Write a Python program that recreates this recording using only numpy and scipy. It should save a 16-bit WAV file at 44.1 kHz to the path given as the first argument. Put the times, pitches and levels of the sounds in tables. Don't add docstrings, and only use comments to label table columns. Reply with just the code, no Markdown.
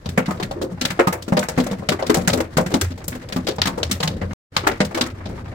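import sys
import numpy as np
from scipy import signal
from scipy.fft import rfft, irfft, next_fast_len
from scipy.io import wavfile
from scipy.ndimage import uniform_filter1d

SR = 44100
rng = np.random.default_rng(int(sys.argv[2]) if len(sys.argv) > 2 else 0)


def materialize(psi):
    bounded = np.clip(np.atleast_2d(psi).T, -1, 1)
    quanta = np.round(bounded * 32767).astype(np.int16)
    wavfile.write(sys.argv[1], SR, quanta)


N = 244314

# (time [s], blow [dB], drum [Hz], drum [dB], knock [Hz], knock [dB], rap [dB], dull crack [dB],
#  bright crack [dB], ring length [1 = usual])
LARGE_STONES = [(0.058, -20, 150, -1, 592, -8, -21, -15, -28, 0.5),
                (0.089, -26, 193, -2, 559, -15, -12, -9, -9, 0.4),
                (0.124, -43, 263, 0, 511, -12, -15, -15, -13, 1.1),
                (0.175, -11, 199, -4, 532, -6, -7, -25, -18, 0.85),
                (0.258, -29, 188, -6, 1464, -8, -4, -7, -12, 0.9),
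                (0.28, -19, 199, -1, 1222, -7, -22, -33, -26, 0.9),
                (0.306, -21, 226, -8, 1200, -1, -10, -21, -17, 0.7),
                (0.344, -30, 150, -1, 473, -7, -22, -35, -23, 1.3),
                (0.398, -23, 425, -3, 861, -5, -12, -15, -21, 0.9),
                (0.426, -21, 172, -3, 473, -15, -8, -7, -12, 1.0),
                (0.51, -24, 150, -5, 672, -3, -16, -15, -18, 0.7),
                (0.558, -27, 409, -1, 500, -12, -31, -45, -45, 1.7),
                (0.614, -21, 340, -3, 484, -5, -21, -14, -14, 1.3),
                (0.714, -29, 188, 0, 473, -15, -28, -29, -26, 1.0),
                (0.811, -18, 236, -9, 554, -14, -9, -2, -8, 1.3),
                (0.851, -13, 161, -7, 581, -11, -6, -5, -11, 0.4),
                (0.903, -20, 166, -4, 1485, -7, -5, -13, -12, 0.9),
                (0.991, -10, 382, -6, 520, -2, -7, -28, -24, 0.9),
                (1.071, -10, 188, -3, 1152, -4, -13, -21, -18, 0.6),
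                (1.125, -21, 339, -11, 629, -4, -5, -17, -9, 1.2),
                (1.222, -30, 177, -3, 473, -14, -14, -7, -6, 0.7),
                (1.279, -25, 247, -1, 527, -6, -13, -15, -13, 0.8),
                (1.321, -11, 188, -1, 624, -8, -21, -33, -30, 0.7),
                (1.368, -12, 215, -6, 608, -3, -10, -11, -22, 0.9),
                (1.39, -20, 177, -9, 484, -12, -15, -7, -3, 0.6),
                (1.426, -22, 199, -9, 1388, -5, -3, -19, -12, 0.9),
                (1.485, -20, 166, -10, 608, -6, -9, -13, -5, 1.0),
                (1.576, -12, 215, -2, 473, -7, -13, -22, -22, 0.9),
                (1.599, -18, 215, -1, 473, -11, -17, -13, -17, 0.9),
                (1.637, -29, 258, -3, 559, -15, -6, -17, -10, 0.9),
                (1.664, -25, 226, -5, 570, -2, -10, -15, -12, 0.9),
                (1.711, -24, 188, -4, 473, -4, -17, -13, -15, 0.9),
                (1.726, -23, 193, -2, 527, -7, -15, -28, -33, 0.6),
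                (1.782, -32, 172, 0, 522, -13, -17, -20, -18, 1.3),
                (1.821, -32, 279, -6, 489, -1, -23, -29, -31, 0.9),
                (1.888, -12, 161, -6, 506, -7, -10, -4, -11, 0.7),
                (1.918, -17, 371, -6, 1496, -3, -8, -17, -17, 0.8),
                (1.99, -25, 446, -6, 678, -2, -8, -22, -20, 1.3),
                (2.024, -17, 441, -7, 602, -1, -25, -16, -28, 0.4),
                (2.064, -27, 226, -6, 543, -10, -7, -6, -6, 1.3),
                (2.096, -9, 349, -2, 1189, -6, -11, -17, -18, 0.6),
                (2.143, -14, 366, -9, 726, -6, -8, -8, -4, 0.9),
                (2.167, -15, 199, -2, 549, -6, -20, -27, -14, 0.9),
                (2.211, -28, 247, -2, 516, -6, -13, -16, -12, 1.0),
                (2.275, -12, 177, -5, 753, -11, -5, -10, -5, 0.9),
                (2.297, -18, 150, -5, 570, -7, -11, -6, -12, 0.6),
                (2.33, -17, 285, -6, 543, -4, -15, -8, -7, 1.3),
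                (2.372, -22, 322, -2, 473, -5, -13, -20, -14, 1.3),
                (2.403, -16, 312, -14, 570, -2, -9, -15, -14, 0.4),
                (2.569, -12, 193, -2, 1000, -8, -10, -12, -11, 0.9),
                (2.581, -14, 188, -12, 538, -1, -14, -24, -29, 0.9),
                (2.604, -23, 349, -4, 543, -3, -18, -28, -14, 0.8),
                (2.661, -18, 188, -1, 586, -15, -10, -19, -17, 0.6),
                (2.702, -29, 150, -2, 651, -7, -13, -18, -13, 0.9),
                (2.715, -24, 371, -2, 506, -6, -12, -15, -21, 0.9),
                (2.739, -10, 253, -2, 737, -6, -17, -14, -15, 0.7),
                (2.812, -15, 441, -8, 473, -10, -7, -7, -4, 0.5),
                (2.844, -30, 150, -2, 1291, -9, -8, -18, -14, 0.8),
                (2.904, -31, 231, 0, 473, -19, -14, -20, -20, 0.9),
                (2.918, -37, 183, -8, 473, -3, -16, -5, -31, 0.5),
                (2.955, -43, 177, 0, 656, -15, -24, -22, -18, 0.9),
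                (2.976, -37, 156, -4, 473, -4, -13, -10, -11, 1.0),
                (3.041, -36, 285, -5, 645, -7, -12, -15, -3, 0.6),
                (3.08, -22, 150, -5, 565, -12, -13, -11, -4, 0.4),
                (3.12, -31, 242, -4, 1227, -7, -5, -16, -19, 1.3),
                (3.149, -31, 236, -4, 522, -6, -8, -11, -11, 0.9),
                (3.215, -40, 150, -4, 1496, -15, -3, -13, -14, 0.9),
                (3.233, -39, 150, -11, 506, -2, -5, -15, -24, 0.9),
                (3.287, -36, 199, -8, 473, -4, -17, -5, -8, 0.7),
                (3.323, -24, 177, -8, 565, -8, -7, -5, -9, 0.7),
                (3.361, -18, 209, -1, 1211, -8, -18, -18, -17, 0.9),
                (3.444, -36, 242, 0, 1254, -19, -20, -18, -19, 0.9),
                (3.468, -21, 150, -8, 613, -7, -9, -5, -9, 0.9),
                (3.484, -19, 360, -4, 511, -5, -14, -5, -12, 0.9),
                (3.512, -33, 414, -5, 554, -6, -13, -4, -16, 1.0),
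                (3.558, -40, 199, -3, 581, -13, -15, -14, -5, 0.9),
                (3.583, -18, 150, -4, 608, -3, -19, -19, -37, 0.4),
                (3.617, -13, 290, -19, 1248, -9, -6, -1, -26, 0.4),
                (3.655, -18, 183, -6, 1114, -8, -6, -7, -12, 0.9),
                (3.67, -19, 215, -8, 893, -4, -8, -7, -8, 1.3),
                (3.775, -24, 296, -6, 522, -2, -16, -21, -18, 1.3),
                (3.83, -18, 150, -16, 570, -7, -12, -3, -9, 0.5),
                (3.895, -31, 231, -1, 662, -8, -13, -18, -16, 0.9),
                (3.912, -14, 172, -7, 1378, -15, -10, -6, -4, 0.6),
                (4.002, -22, 161, -4, 586, -4, -14, -7, -15, 0.9),
                (4.028, -16, 166, -5, 1087, -7, -9, -10, -8, 1.1),
                (4.075, -19, 183, -6, 678, -10, -12, -2, -11, 0.6),
                (4.105, -30, 204, -2, 506, -5, -25, -33, -43, 0.7),
                (4.214, -24, 188, -4, 516, -4, -7, -20, -27, 1.0),
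                (4.295, -32, 183, 0, 538, -11, -30, -29, -31, 1.3),
                (4.331, -30, 446, -13, 635, -3, -10, -6, -9, 0.4),
                (4.565, -11, 150, -11, 1114, -5, -8, -4, -14, 0.5),
                (4.635, -27, 312, -7, 1308, -2, -9, -21, -29, 1.3),
                (4.668, -9, 414, -7, 900, -6, -5, -15, -16, 0.8),
                (4.713, -24, 296, -6, 473, -4, -8, -11, -20, 0.8),
                (4.803, -11, 177, -6, 586, -5, -9, -13, -17, 0.8),
                (4.847, -28, 166, -2, 543, -10, -14, -7, -7, 1.1),
                (4.909, -33, 430, -6, 769, -2, -10, -26, -20, 1.3),
                (4.945, -23, 333, -6, 629, -8, -5, -7, -10, 1.5),
                (4.973, -21, 446, -16, 597, -1, -10, -11, -13, 1.1),
                (5.01, -12, 269, -10, 1388, -9, -11, -4, -13, 1.0),
                (5.062, -30, 290, -11, 1248, -6, -3, -16, -9, 0.9),
                (5.099, -41, 236, -10, 947, -8, -3, -6, -11, 1.1),
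                (5.144, -43, 188, -5, 1469, -3, -8, -23, -24, 1.3),
                (5.203, -36, 425, -12, 1496, -2, -7, -27, -40, 1.1),
                (5.255, -30, 188, -4, 629, -6, -13, -7, -26, 1.3),
                (5.284, -36, 193, 0, 489, -13, -16, -21, -17, 1.3),
                (5.376, -35, 166, -14, 1318, -1, -9, -24, -47, 1.1),
                (5.452, -37, 150, -3, 855, -5, -10, -19, -26, 1.3),
                (5.523, -40, 150, -14, 554, -1, -7, -20, -30, 0.9)]
# (time [s], rumble [dB], hail density [dB])
STORM_LEVELS = [(0, -38, -41), (.3, -30, -38), (.7, -33, -41), (1, -34, -37), (1.23, -36, -43),
                (1.5, -35, -36), (1.85, -34, -39), (2.2, -30, -35), (2.5, -35, -41), (2.8, -31, -38),
                (3.1, -36, -42), (3.5, -32, -39), (4.2, -28, -39), (4.55, -34, -33), (5.15, -34, -40),
                (5.54, -31, -40)]


def undb(db):
    return 10 ** (np.asarray(db) / 20)


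def unit(x):
    return x / np.sqrt(np.mean(x ** 2))


def over_hz(table, hz):
    table_hz, value = np.transpose(table)
    return np.interp(np.log(hz + 1), np.log(table_hz), value)


def pair(hz, a, b):
    # (frequency [Hz], left-right correlation [-1..1])
    likeness = [(60, .996), (130, .992), (290, .91), (640, .3), (1200, -.05), (3000, .02)]
    # (frequency [Hz], left minus right [dB])
    balance = [(60, .2), (130, .6), (250, 2), (500, 3.5), (2000, 1.2), (8000, 3.2), (14000, 1.5)]
    correlation = np.clip(over_hz(likeness, hz), -1, 1)
    lean = undb(over_hz(balance, hz) / 2)
    common = np.sqrt(1 + correlation) * a
    opposed = np.sqrt(1 - correlation) * b
    return np.array([lean * (common + opposed), (common - opposed) / lean]) / np.sqrt(2)


def hiss(gain):
    size = next_fast_len(N + 1, True)
    hz = np.fft.rfftfreq(size, 1 / SR)
    a, b = rfft(rng.standard_normal((2, size)))
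    return unit(irfft(pair(hz, a, b) * gain(hz), size)[:, :N])


def walk(rate_hz):
    hold = int(SR / rate_hz)
    steps = np.repeat(rng.standard_normal(N // hold + 1), hold)
    return uniform_filter1d(steps, hold)[:N]


def hail(s, blow_db, drum_hz, drum, knock_hz, knock, rap, dull, bright, ring):
    # (time [s], boom [dB])
    booms = [(.058, -26), (.307, -31), (.425, -32), (.572, -33), (.715, -32), (1.889, -34), (2.144, -31),
             (2.167, -28), (2.276, -23), (2.331, -30), (2.703, -29), (2.812, -19), (3.081, -33),
             (3.469, -31), (3.583, -26), (3.776, -31), (3.831, -25), (3.913, -29), (4.077, -29),
             (4.213, -27), (4.566, -30), (4.804, -31), (5.011, -33), (5.1, -33), (5.203, -33), (5.255, -32),
             (5.376, -31), (5.452, -29), (5.523, -33)]
    # (time [s], splinter over bright crack [dB])
    splinters = [(.851, -3), (1.071, -3), (1.125, 0), (1.368, -3), (1.485, -11), (1.888, -8), (2.143, -9),
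                 (3.08, 3), (3.617, 8), (3.83, -10), (3.912, -3), (4.028, -9), (4.668, -3), (4.803, -18),
                 (5.01, -7)]
    # (low [Hz], high [Hz], level [dB], t60 [s], tail t60 [s], tail [dB], rise [s])
    thud_band = (400, 1250, -4, .085, .25, -8.5, .0012)
    rap_band = (1300, 2300, -1.5, .07, .24, -8, .0015)
    dull_band = (2500, 5000, 2.5, .06, .18, -11.5, .0016)
    bright_band = (5000, 8300, .5, .06, .18, -11.5, .0023)
    splinter_band = (8300, 16000, 1, .065, .18, -11.5, .003)

    ring = np.clip(ring, .25, 1.8)
    large_s = s[:len(LARGE_STONES)]
    splinter = bright - 5.5
    for at_s, db in splinters:
        k = np.argmin(abs(large_s - at_s))
        splinter[k] = bright[k] + db
    boom_db = np.minimum(-38 + .2 * blow_db, blow_db)
    for at_s, db in booms:
        boom_db[np.argmin(abs(large_s - at_s))] = db
    soft = np.clip(.75 - .04 * np.maximum(dull, bright), .5, 3)
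    body = panels(s, boom_db, drum_hz, blow_db + drum, knock_hz, blow_db + knock, blow_db + rap, ring, soft)
    layers = [(knock, thud_band, ring), (rap, rap_band, ring), (dull, dull_band, ring ** .5),
              (bright, bright_band, ring ** .5), (splinter, splinter_band, ring ** .5)]
    return body + sum(bursts(s, blow_db + db, soft * stretch, band) for db, band, stretch in layers)


def panels(s, boom_db, drum_hz, drum_db, knock_hz, knock_db, rap_db, ring, soft):
    # (frequency [Hz], level [dB], t60 [s])
    modes = [(70.4, -7, .3), (88.41, 3, .3), (120.18, -2, .25), (160.54, 1, .22), (188.9, 3.5, .22),
             (205.14, -1, .2), (239.22, 2, .22), (261.78, 2.5, .22), (310, 2.5, .2), (338, 2.5, .22),
             (366, 2.5, .2), (410, 3, .2), (465, 3, .2), (520, 3.5, .22), (570, 3, .2), (630, 2.5, .19),
             (730, 1.5, .18), (800, 1.5, .17), (900, 1.5, .2), (1020, 0, .16), (1140, 0, .16),
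             (1250, 0, .17), (1360, 0, .2), (1500, -0.5, .16), (1590, -1.5, .13), (1660, -1.5, .1),
             (1740, -1.5, .11), (1890, 0, .09), (1970, 0, .1), (2085, -1, .1), (2155, -2, .11),
             (2375, -3, .1), (2700, -5, .08)]
    boom_top_hz, drum_top_hz, knock_top_hz = 140, 450, 1300
    reach = .24
    late_cycles, boom_late_cycles = .25, 2.1
    detune, luck_db, variants = .035, 2., 12
    soft_rise_s = .0005

    hz, db, t60 = np.transpose(modes)
    t = np.arange(SR // 4) / SR
    boom = hz < boom_top_hz
    late = np.where(boom, boom_late_cycles, late_cycles)[:, None]
    swell = (1 - np.exp(-np.outer(hz, t) / late)) ** 2
    shape = swell * np.exp(-np.log(1000) * t / t60[:, None])
    detuned_hz = hz * (1 + detune * rng.standard_normal((variants, len(hz))))
    turns = 2 * np.pi * detuned_hz[:, :, None] * t
    rings = np.concatenate([shape * np.sin(turns), shape * np.cos(turns)], axis=1)

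    luck = rng.standard_normal((len(s), 3 * len(hz))).reshape(len(s), 3, -1)
    phase = -np.exp(1j * luck[:, :2] * [[.7], [4]])
    size = undb(db + luck_db * luck[:, 2])
    out = np.zeros((2, N + len(t)))
    deep = np.tile(boom, 2)
    for k, i in enumerate((s * SR).astype(int)):
        drum = undb(drum_db[k] + .4) / (1 + (np.log(hz / drum_hz[k]) / reach) ** 2)
        knock = undb(knock_db[k] - 3.5) / (1 + (np.log(hz / knock_hz[k]) / (1.4 * reach)) ** 2)
        spot = np.where(hz < drum_top_hz, drum, knock)
        spot = np.where(boom, undb(boom_db[k] + 6.5), spot)
        spot = np.where(hz > knock_top_hz, undb(rap_db[k] - 7), spot)
        gain = pair(hz, *phase[k]) * spot * size[k]
        gain = np.hstack([gain.real, gain.imag])
        damp = np.exp(-np.log(1000) * t * (1 / ring[k] - 1) / np.median(t60))
        damp = damp * (1 - np.exp(-t / (soft_rise_s * soft[k] ** 2)))
        waves = rings[k % variants]
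        out[:, i:i + len(t)] += gain[:, deep] @ waves[deep] + damp * (gain[:, ~deep] @ waves[~deep])
    return out[:, :N]


def bursts(s, db, soft, band):
    # (frequency [Hz], width [Hz], level [dB])
    ice_peaks = [(3797, 610, 1), (7640, 700, 2), (9710, 1560, -3), (11900, 1800, -2)]
    lo_hz, hi_hz, band_db, t60, tail_t60, tail_db, rise_s = band
    ragged_db, hold_s = 3.5, .005
    size = 16

    t = np.arange(SR // 6 // size) * size / SR
    tail = undb(2 * tail_db) * np.exp(-np.log(1e6) * t / tail_t60)
    power = np.zeros(N // size + len(t) + 1)
    for i, big, slow in zip((s * SR / size).astype(int), undb(2 * db), soft):
        rise = (1 - np.exp(-t / (rise_s * slow))) ** 2
        fall = np.exp(-np.log(1e6) * np.maximum(t - hold_s * slow, 0) / (t60 * slow))
        power[i:i + len(t)] += big * rise * (fall + tail)

    def colour(hz):
        peaks_db = sum(peak_db / (1 + (2 * (hz - f) / width) ** 2) for f, width, peak_db in ice_peaks)
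        low_cut = (1 + (lo_hz / (hz + 1)) ** 8) ** .5
        high_cut = (1 + (hz / hi_hz) ** 10) ** .5
        return undb(peaks_db) / low_cut / high_cut

    noise = hiss(colour)
    swing = np.interp(np.arange(N) / size, np.arange(len(power)), np.sqrt(power))
    return undb(band_db + ragged_db * walk(520)) * swing * noise


def small_hail(count):
    u = rng.random((count, 4)).T
    g = rng.standard_normal((count, 3)).T
    s = (np.arange(count) + u[0]) / count * (N - 1) / SR
    storm_s, _, hail_db = np.transpose(STORM_LEVELS)
    blow_db = np.interp(s, storm_s, hail_db) - 7 + 4.5 * g[1]
    hard = 3.5 * g[0]
    drum_hz, drum_db = 200 * 2.2 ** u[1], -8 - .4 * hard
    knock_hz, knock_db = 480 * 2.6 ** u[2], -4 - .2 * hard
    rap_db, dull_db, bright_db = -7 + 3 * g[2], -18 + hard, -22 + hard
    ring = .6 + .8 * u[3]
    return [s, blow_db, drum_hz, drum_db, knock_hz, knock_db, rap_db, dull_db, bright_db, ring]


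def rain():
    # (frequency [Hz], density [dB per Hz])
    spectrum = [(15, -37), (28, -5), (45, -5), (92, -2), (180, -6), (400, -14), (600, -17), (960, -21),
                (1800, -18), (2500, -29), (4700, -29.5), (9500, -39.5), (16000, -48)]
    split_hz = 700

    def colour(hz):
        return undb(over_hz(spectrum, hz))

    s, rumble_db, hail_db = np.transpose(STORM_LEVELS)
    t = np.arange(N) / SR
    rumble = hiss(lambda hz: colour(hz) * (hz < split_hz))
    rumble = rumble * undb(np.interp(t, s, rumble_db - 3.5) + 4 * walk(11))
    patter = hiss(lambda hz: colour(hz) * (hz >= split_hz))
    patter_db = np.interp(t, s, hail_db - 13.5) + 3.5 * walk(40) + 2.5 * walk(170)
    return rumble + patter * undb(patter_db)


def scene():
    stones = np.hstack([np.transpose(LARGE_STONES), small_hail(count=230)])
    return hail(*stones) + rain()


def record(dry):
    # (sound out [s], sound back [s])
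    cut = (4.334, 4.52)
    top_hz = 16100
    t = np.arange(N) / SR
    out_s, back_s = cut
    gate_s = [out_s, out_s + .002, back_s - .02, back_s - .002, back_s + .004, back_s + .04]
    gate = np.interp(t, gate_s, [1, 0, 0, .03, .7, 1])
    rounded = np.tanh(.6 * dry) / .6
    low_pass = signal.ellip(8, .2, 60, top_hz, fs=SR, output="sos")
    return signal.sosfilt(low_pass, gate * rounded)


dry = scene()
out = record(dry)
materialize(out)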